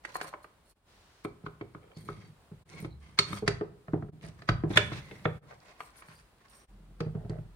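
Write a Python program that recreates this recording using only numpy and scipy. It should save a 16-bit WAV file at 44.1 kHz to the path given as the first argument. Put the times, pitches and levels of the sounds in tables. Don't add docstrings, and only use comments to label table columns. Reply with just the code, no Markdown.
import sys
import numpy as np
from scipy import signal
from scipy.fft import rfft, irfft, next_fast_len
from scipy.io import wavfile
from scipy.ndimage import uniform_filter1d

SR = 44100
rng = np.random.default_rng(int(sys.argv[2]) if len(sys.argv) > 2 else 0)


def materialize(psi):
    bounded = np.clip(np.atleast_2d(psi).T, -1, 1)
    quanta = np.round(bounded * 32767).astype(np.int16)
    wavfile.write(sys.argv[1], SR, quanta)


N = 332955
T = np.arange(N) / SR
RING_T = np.arange(16384) / SR

# f/Hz, level/dB, t60/s
FRAME_MODES = [(330.4, -4.5, 0.035), (321.5, 0, 0.07), (407.9, -3, 0.11), (469.8, -7, 0.065),
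               (538.3, -11, 0.08), (614, -12, 0.055)]
BLOCK_MODES = [(665, -5, 0.024), (1316, -3, 0.018), (1486, -3, 0.016), (1840, -0.5, 0.01),
               (3190, -11.5, 0.011), (4065, -15, 0.02), (4600, -14.5, 0.012), (8430, -30.5, 0.01)]
# start/s, piece in hand (from 3.41 s the bars laid side by side, which ring like one thick
# block), rumble over rasp/dB, hiss over rasp/dB, background change/dB
STAGES = [(0, "body", -14, -11, 0), (0.75, "bar", 10, -15, 0), (2.642, "bar", 3, -11.5, -1.5),
          (3.41, "block", 3, -11, -2), (4.113, "block", 7.5, -12.5, -1), (4.68, "cap", 2, -14.5, 6),
          (5.406, "body", -22.5, -28, 1.5), (6.667, "block", 27, -22.5, 0)]
# start/s, end/s, level/dB
SLIDES = [(0.057, 0.292, -55), (1.955, 2.297, -61.5), (2.674, 2.866, -53.5), (2.993, 3.15, -63),
          (3.262, 3.394, -47), (4.21, 4.291, -53), (4.293, 4.487, -65.5), (4.693, 4.766, -46.5),
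          (4.759, 4.776, -31.5), (4.801, 5.001, -48), (5.0, 5.232, -57.5), (5.467, 5.553, -58.5),
          (5.599, 5.796, -59), (5.789, 6.201, -61.5), (6.382, 6.661, -66), (6.7, 7.5, -86.5)]
BRUSHES = [(0.144, 0.172, -44.5), (0.21, 0.252, -51), (0.261, 0.3, -54), (0.428, 0.452, -63.5),
           (0.652, 0.735, -66), (1.242, 1.257, -55), (1.957, 2.136, -64), (2.784, 2.834, -60),
           (3.302, 3.39, -53.5), (5.78, 5.901, -62.5), (5.955, 6.007, -57.5), (6.053, 6.214, -65.5),
           (6.482, 6.62, -62.5)]


def knocks():
    # t/s, table thump/dB, frame knock/dB, piece clack/dB, hardness/dB, tone the struck spot favours/Hz
    blows = [(0.049, -80.5, -56, -40, -8, 1770), (0.154, -69, -54.5, -36, -22, 1000),
             (0.212, -75, -49, -38.5, -8.5, 1570), (0.243, -62.5, -57, -48.5, -22, 1120),
             (0.337, -75, -55, -42, -21.5, 1000), (0.443, -81, -63, -51, -18, 1230),
             (1.248, -46.5, -35.5, -42, -13, 324), (1.463, -54, -45, -41.5, -15.5, 1350),
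             (1.61, -46.5, -39, -50, -15, 345), (1.748, -50.5, -48.5, -50, -19.5, 342),
             (2.087, -46.5, -41.5, -40, -24, 1195), (2.846, -40.5, -39.5, -49.5, -9.5, 322),
             (3.188, -37.5, -35.5, -25, 4, 4300), (3.329, -41, -44, -38.5, -11.5, 1100),
             (3.423, -38.5, -34.5, -67.5, -18.5, 410), (3.477, -30, -28.5, -27, -6, 2000),
             (3.61, -41.5, -31, -46.5, -17.5, 317), (3.881, -43.5, -51, -51.5, -22.5, 1110),
             (3.933, -30.5, -26, -46.5, -29.5, 332), (4.023, -44, -48.5, -52.5, -25, 1480),
             (4.419, -54, -58.5, -53.5, -8, 2220), (4.489, -24.5, -32, -25.5, -11, 1400),
             (4.636, -30, -28, -48.5, -20.5, 320), (4.703, -34, -33.5, -57.5, -15, 300),
             (4.772, -32, -30, -17.5, -2.5, 1650), (4.917, -37, -41, -46, -30, 350),
             (5.111, -61, -48.5, -53, -8.5, 530), (5.254, -30.5, -29, -30, -15, 468),
             (5.804, -71, -62, -41.5, -14, 1050), (6.021, -75, -72, -54, -13, 600),
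             (6.084, -55, -80, -59, -9, 1820), (7.004, -33.5, -34.5, -42, -9, 640),
             (7.295, -34, -40, -61, 1, 294)]
    graze_s, graze_over_clack_db = 0.018, -17.5
    out = np.zeros((2, N))
    for s, thump_db, knock_db, clack_db, hard_db, spot_hz in blows:
        modes = stage_at(s)[0]
        add(out, s - graze_s, at_level(graze(graze_s, modes), graze_s, clack_db + graze_over_clack_db))
        piece, frame = favour(modes, spot_hz), favour(FRAME_MODES, spot_hz)
        add(out, s, contact(piece, frame, thump_db, knock_db, clack_db, hard_db))
    return out


def presses():
    pushes = [(1.437, -43), (1.965, -45), (2.114, -50), (2.514, -44), (2.823, -41), (4.084, -43),
              (4.764, -33), (7.061, -35.5), (7.149, -33), (7.247, -39), (7.384, -41)]
    rise = 1 - np.exp(-RING_T / 0.0033)
    out = np.zeros((2, N))
    for s, db in pushes:
        press = contact(stage_at(s)[0], damped(FRAME_MODES),
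                        thump_db=db, knock_db=db - 8.5, clack_db=db - 22, hard_db=-15)
        add(out, s, press * rise)
    return out


def contact(piece_modes, frame_modes, thump_db, knock_db, clack_db, hard_db):
    table_modes = [(52, -11, .15), (129, 5, 0.1), (155, 1, 0.11), (172.7, 0, 0.086), (201, -6, 0.074)]
    frame = unit(ring(frame_modes, scatter_db=3.5, detune=0.028, travel_s=0.00074))
    frame += undb(-11.5) * unit(band(burst(t60=0.13), 120, 870))
    table = ring(table_modes, scatter_db=4.5, detune=0.01, travel_s=0.0017)
    knock = undb(knock_db) * frame / strength(frame, 250, 750)
    thump = undb(thump_db) * table / strength(table, 80, 230)
    return undb(clack_db) * clack(piece_modes, hard_db) + knock + thump


def clack(modes, hard_db, grain_db=-8, grain_t60=0.037, bounce_db=-8):
    x = unit(ring(modes, scatter_db=3, detune=0.015, travel_s=0.00057))
    x += undb(grain_db) * grain(modes, grain_t60)
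    gap = int(SR * rng.uniform(.001, .003))
    bounce = np.pad(grain(modes, grain_t60), ((0, 0), (gap, 0)))[:, :len(RING_T)]
    x += undb(bounce_db) * bounce
    tilt_db = hard_db - 20 * np.log10(strength(x, 2800, 7000) / strength(x, 800, 2600))
    x = colour(x, [(1100, 0.0053), (2300, 0.81 * tilt_db), (3600, 1.42 * tilt_db),
                   (9000, 2.7 * tilt_db), (15000, 1.5 * tilt_db - 9)])
    return x / strength(x, 800, 2600)


def ring(modes, scatter_db, detune, travel_s, lag_s=.0001, side_db=3):
    out, sides = 0, np.array([[-.5], [.5]])
    for hz, db, t60 in modes:
        spot, grip, path, lean = rng.standard_normal(4)
        delay_s = travel_s * np.sqrt(1000 / hz)
        t = np.maximum(RING_T - delay_s - sides * lag_s * (1 + 1.1 * path), 0)
        gain = undb(db + scatter_db * spot + sides * side_db * lean * min(hz / 1500, 2))
        rise = 1 - np.exp(-t / (0.0011 + 0.16 / hz))
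        out = out + gain * rise * decay(t, t60) * np.sin(2 * np.pi * hz * (1 + detune * grip) * t)
    return out


def grain(modes, t60, below_db=-15, above_db=-9):
    points = sorted((hz, db) for hz, db, _ in modes)
    (low_hz, low_db), (top_hz, top_db) = points[0], points[-1]
    curve = [(low_hz / 2, low_db + below_db), *points, (2 * top_hz, top_db + above_db)]
    return unit(colour(burst(t60), curve))


def burst(t60):
    return stereo_noise(len(RING_T)) * (1 - np.exp(-RING_T / .0008)) * decay(RING_T, t60)


def favour(modes, spot_hz, boost_db=4.5, octaves=0.31):
    return [(hz, db + boost_db * np.exp(-(np.log2(hz / spot_hz) / octaves) ** 2), t60)
            for hz, db, t60 in modes]


def damped(modes):
    return [(hz, db, t60 / 2) for hz, db, t60 in modes]


def stage_at(s):
    # f/Hz, level/dB, t60/s
    body = [(598, -0.5, 0.025), (734, 1, 0.022), (1078, 2, 0.02), (1198, 3, 0.019), (1647, 3, 0.012),
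            (1874, 0.5, 0.015), (2268, -3.5, 0.0226), (2740, -5.5, 0.0062), (4510, -21, 0.0457)]
    bar = [(1160, -4.5, 0.016), (1262, -3.5, 0.026), (1440, -2, 0.016), (1830, -4, 0.013),
           (2220, 0.5, 0.021), (3180, -7, 0.03), (3590, -3.5, 0.021), (4070, 1, 0.0082), (4400, -4, 0.035),
           (8400, -11, 0.025), (10800, -15.5, 0.018)]
    cap = [(614, -13, 0.032), (1394, -1.5, 0.015), (1616, -1, 0.016), (1819, -2, 0.022), (2204, 1, 0.026),
           (2570, 0.5, 0.016), (3517, -0.5, 0.022), (3850, -4.5, 0.014), (5650, -11.5, 0.0054),
           (7460, -13, 0.014)]
    pieces = {"body": body, "bar": bar, "block": BLOCK_MODES, "cap": cap}
    _, piece, rumble_db, hiss_db, _ = STAGES[sum(s >= row[0] for row in STAGES[1:])]
    return pieces[piece], rumble_db, hiss_db


def graze(length, modes, growth_db=13):
    x = rasp(length, modes)
    return x * undb(growth_db * np.minimum(T[:x.shape[1]] / length, 1))


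def sliding():
    # f/Hz, level/dB
    rumble_curve = [(30, -22.5), (65, -1), (125, 3), (190, 6), (250, -9), (330, -5.5), (480, -15.5),
                    (750, -25.5), (1500, -48)]
    dulling = [(8500, -2), (13000, -10.5)]
    out = np.zeros((2, N))
    for start, length, db in spans(SLIDES):
        modes, rumble_db, hiss_db = stage_at(start)
        rumble = colour(friction(length, slips_per_s=1300, spread_db=3, flicker_db=-2.5), rumble_curve)
        layers = (rasp(length, modes), 0), (rumble, rumble_db), (colour(hiss(length), dulling), hiss_db)
        for layer, over_db in layers:
            add(out, start - .005, at_level(layer, length, db + over_db))
    return out


def rasp(length, modes):
    rasp_curve = [(200, -13.5), (550, -6), (1150, -4), (2200, -2), (3000, -9.5), (4400, -9), (6000, -11.5),
                  (10000, -30.5)]
    slips = friction(length, slips_per_s=8700, spread_db=0.4, flicker_db=6)
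    return colour(resonate(slips, modes, dry_db=6), rasp_curve)


def hiss(length):
    grain_modes = [(4257, -1.5, 0.011), (5070, -7, 0.004), (8580, 0, .012), (9510, -3, .01)]  # f/Hz, level/dB, t60/s
    hiss_curve = [(2500, -24), (4400, -4), (6200, -4), (8300, -2), (10500, 2.5), (13500, -0.5),
                  (16000, -17)]
    slips = friction(length, slips_per_s=3000, spread_db=3, flicker_db=3.5)
    return colour(resonate(slips, grain_modes, dry_db=2), hiss_curve)


def friction(length, slips_per_s, spread_db, flicker_db, edge_s=0.029):
    t = T[:int((length + .1) * SR)]
    edge_s = min(edge_s, length / 2)
    slipping = rng.random(len(t)) < slips_per_s / SR
    sizes = undb(spread_db * np.minimum(rng.exponential(size=len(t)), 4))
    fade = np.clip(np.minimum(t, length + edge_s - t) / edge_s, 0, 1)
    pressure = fade * (1 + .5 * np.sin(np.pi * t / length))
    slips = two_mics(slipping * sizes * rng.standard_normal((2, len(t))))
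    return slips * pressure * undb(flicker_db * wander(70, len(t)))


def resonate(x, modes, dry_db):
    response = ring(modes, scatter_db=5, detune=0.031, travel_s=0.000099)
    ringing = signal.fftconvolve(x, response, axes=1)[:, :x.shape[1]]
    return unit(ringing) + undb(dry_db) * unit(x)


def ticks(grit_per_s=110, grit_db=-2.5, scatter_db=4):
    catches = [(0.167, -38.5, 1200), (0.204, -31, 1500), (0.329, -34.5, 995), (1.971, -44, 4470),
               (2.803, -35, 12540)]
    out = np.zeros((2, N))
    for place, chance, pitch in rng.random((int(grit_per_s * N / SR), 3)):
        s = place * N / SR
        pressure = sum(undb(db) for start, end, db in SLIDES + BRUSHES if start <= s < end)
        size = undb(grit_db + scatter_db * min(-np.log(1 - chance), 3))
        add(out, s, pressure * size * tick(1800 * 5 ** pitch))
    for s, db, hz in catches:
        add(out, s, undb(db) * tick(hz))
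    return out


def tick(hz, t60=0.006):
    crack = rng.standard_normal((2, 1024)) * decay(T[:1024], t60)
    x = band(crack, .7 * hz, min(1.35 * hz, .45 * SR))
    return x / abs(x).max()


def brushing():
    out = np.zeros((2, N))
    for start, length, db in spans(BRUSHES):
        add(out, start - .005, at_level(hiss(length), length, db))
    return out


def rattling():
    rattles = [(0.16, 0.289, -62, -52), (1.821, 1.934, -61.5, -65.5), (2.721, 2.751, -56.5, -68.5),
               (5.495, 5.535, -63, -51.5), (7.019, 7.1, -52, -63), (7.138, 7.257, -54.5, -70),
               (7.301, 7.39, -51, -59)]
    out = np.zeros((2, N))
    for start, end, frame_db, piece_db in rattles:
        length = end - start
        grumble = chatter(length, damped(FRAME_MODES[3:]) + BLOCK_MODES[:1], t60=.012)
        clatter = chatter(length, stage_at(start)[0], t60=0.0076)
        add(out, start, at_level(band(grumble, 230, 850), length, frame_db))
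        add(out, start, at_level(band(clatter, 600, 2200), length, piece_db))
    return out


def chatter(length, modes, t60, bumps_per_s=120, scatter_db=3.5):
    bumps = np.zeros((2, N))
    count = int(length * bumps_per_s) + 1
    for k, (late, size) in enumerate(zip(rng.random(count), rng.standard_normal(count))):
        bump = rng.standard_normal((2, 2048)) * decay(T[:2048], t60)
        add(bumps, (k + .8 * late) / bumps_per_s, undb(scatter_db * size) * bump)
    return resonate(two_mics(bumps[:, :int((length + .1) * SR)]), modes, dry_db=0)


def judder(start_s=2.905, length=.085, slip_hz=68, db=-42):
    progress = np.clip((T - start_s) / length, 0, 1)
    phase = 2 * np.pi * slip_hz * T
    drumming = np.sin(phase) + undb(-10) * np.sin(2 * phase)
    return undb(db) * np.sqrt(2) * np.sin(np.pi * progress ** .6) * drumming


def squeaks(width_hz=450):
    glides = [(1.928, 1.999, -65, 4440, 4460), (2.884, 2.927, -67, 4220, 4050),
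              (4.714, 4.767, -50.5, 3420, 3626), (6.07, 6.209, -69.5, 4385, 4960),
              (6.49, 6.64, -72, 5500, 5695), (6.491, 6.649, -68.5, 8660, 8740)]
    out = np.zeros((2, N))
    for start, end, db, from_hz, to_hz in glides:
        length = max(end - start, .01)
        slips = band(friction(length, slips_per_s=1000, spread_db=1, flicker_db=4), 5, width_hz / 2)
        hz = np.interp(T[:slips.shape[1]], [0, length], [from_hz, to_hz])
        tone = np.sin(2 * np.pi * np.cumsum(hz) / SR)
        add(out, start, at_level(slips * tone, length, db))
    return out


def room(x):
    echo_bands = [(126, 0.65, -2.5), (287, 0.65, -8.5), (715, 0.53, -7), (1487, 0.45, -9.5),
                  (2940, 0.41, -8.5), (6050, 0.33, -8), (11800, .45, -15.5)]
    hz, t60, db = np.transpose(echo_bands)
    log_hz = np.log(np.fft.rfftfreq(SR, 1 / SR) + 1)
    spectrum, t, tail = rfft(stereo_noise(SR)), T[:SR], 0
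    for k, weights in enumerate(np.eye(len(hz))):
        band_noise = irfft(spectrum * np.interp(log_hz, np.log(hz), weights), SR)
        fade = decay(t, t60[k]) * (1 - np.exp(-t / 0.002)) * (1 + np.exp(-t / 0.045))
        tail = tail + undb(db[k]) * band_noise * fade / np.linalg.norm(fade)
    return signal.fftconvolve(x, tail, axes=1)[:, :N]


def hum(hz=44, db=-53.5):
    gain = undb(db + 1.2 * wander(8))
    fade_in = np.clip((T - STAGES[-1][0]) / 0.022, 0, 1)
    return gain * fade_in * np.sqrt(2) * np.sin(2 * np.pi * hz * T + .3 * wander(10))


def room_air(db=-63):
    air_curve = [(25, -8), (50, -1.5), (125, -9), (250, -13.5), (1000, -16), (2200, -23), (4300, -27),
                 (6000, -33), (9500, -29), (15500, -37)]
    starts, *_, change_db = zip(*STAGES)
    stage_db = np.array(change_db)[np.searchsorted(starts[1:], T)]
    air = unit(colour(stereo_noise(N), air_curve))
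    return air * undb(db + stage_db + wander(7.7))


def swelling_hiss(start_s=0.852, rise_s=0.033, hold_s=0.364, fade_s=0.077, db=-64.5):
    swell_curve = [(150, -9), (1100, -1), (5000, -5), (15000, -23)]
    t = np.maximum(T - start_s, 0)
    shape = np.minimum(t / rise_s, 1) * np.exp(-np.maximum(t - hold_s, 0) / fade_s)
    return undb(db) * unit(colour(stereo_noise(N), swell_curve)) * shape


def undb(db):
    return 10 ** (np.asarray(db) / 20)


def unit(x):
    return x / np.sqrt(np.mean(x ** 2))


def decay(t, t60):
    return np.exp(-np.log(1000) * t / t60)


def at_level(x, length, db):
    return undb(db) * x * np.sqrt(length * SR / np.sum(np.mean(x ** 2, axis=0)))


def strength(x, lo_hz, hi_hz):
    return np.sqrt(np.mean(band(x[:, :1320], lo_hz, hi_hz) ** 2))


def band(x, lo_hz, hi_hz):
    return signal.sosfilt(signal.butter(3, [lo_hz, hi_hz], "band", fs=SR, output="sos"), x)


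def colour(x, points):
    size = next_fast_len(x.shape[-1] + 4096, real=True) // 2 * 2
    hz, db = np.transpose(points)
    log_hz = np.log(np.fft.rfftfreq(size, 1 / SR) + 1)
    cepstrum = irfft(np.log(undb(np.interp(log_hz, np.log(hz), db))))
    cepstrum[1:size // 2] *= 2
    cepstrum[size // 2 + 1:] = 0
    return irfft(rfft(x, size) * np.exp(rfft(cepstrum)))[..., :x.shape[-1]]


def two_mics(pair, split_hz=1100):
    mid, side = rfft(pair)
    hz = np.fft.rfftfreq(pair.shape[-1], 1 / SR)
    share = 0.013 + 0.5 * hz ** 2 / (hz ** 2 + split_hz ** 2)
    mid, side = mid * np.sqrt(abs(1 - share)), side * np.sqrt(share)
    return irfft(np.array([mid + side, mid - side]), pair.shape[-1])


def stereo_noise(n):
    return two_mics(rng.standard_normal((2, n)))


def wander(rate, n=N):
    hold = int(SR / rate)
    steps = np.repeat(rng.standard_normal(n // hold + 1), hold)
    return 0.91 * uniform_filter1d(uniform_filter1d(steps, hold), hold)[:n]


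def spans(table):
    return [(start, max(end - start, .01), db) for start, end, db in table]


def add(track, s, sound):
    i = max(int(s * SR), 0)
    track[:, i:i + sound.shape[-1]] += sound[:, :N - i]


def scene():
    pan = [(150, -1.5), (1000, 0), (4000, -3), (9000, 0)]  # f/Hz, left over right/dB
    dips = [(0.746, .014, -18), (0.805, 0.063, -9.5), (2.644, 0.0098, -27.5), (4.114, 0.01075, -20),
            (5.406, 0.0184, -20.5), (6.669, 0.013, -17.5)]
    background = hum() + room_air() + swelling_hiss()
    wood = knocks() + presses() + ticks() + sliding() + brushing() + squeaks() + rattling() + judder()
    direct = np.array([colour(channel, [(hz, side * db / 2) for hz, db in pan])
                       for channel, side in zip(wood, (1, -1))])
    dip_db = sum(depth_db * np.exp(-((T - s) / half) ** 2) for s, half, depth_db in dips)
    return (direct + room(direct) + background) * undb(dip_db)


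def record(dry):
    ceiling, top_hz = 1.05, 15800
    mid = colour((dry[0] + dry[1]) / 2,
                 [(22, -21), (42, -0.5), (10600, -2.5), (11400, -21), (12100, -21.5), (12800, -1.5)])
    side = colour((dry[0] - dry[1]) / 2,
                  [(20, -7.5), (42, 3.5), (2200, -1), (4000, -1), (7500, -2), (11500, -6), (14000, -6.5)])
    rounded = ceiling * np.tanh(np.array([mid + side, mid - side]) / ceiling)
    return signal.sosfilt(signal.ellip(8, .2, 70, top_hz, fs=SR, output="sos"), rounded)


dry = scene()
out = record(dry)
materialize(out)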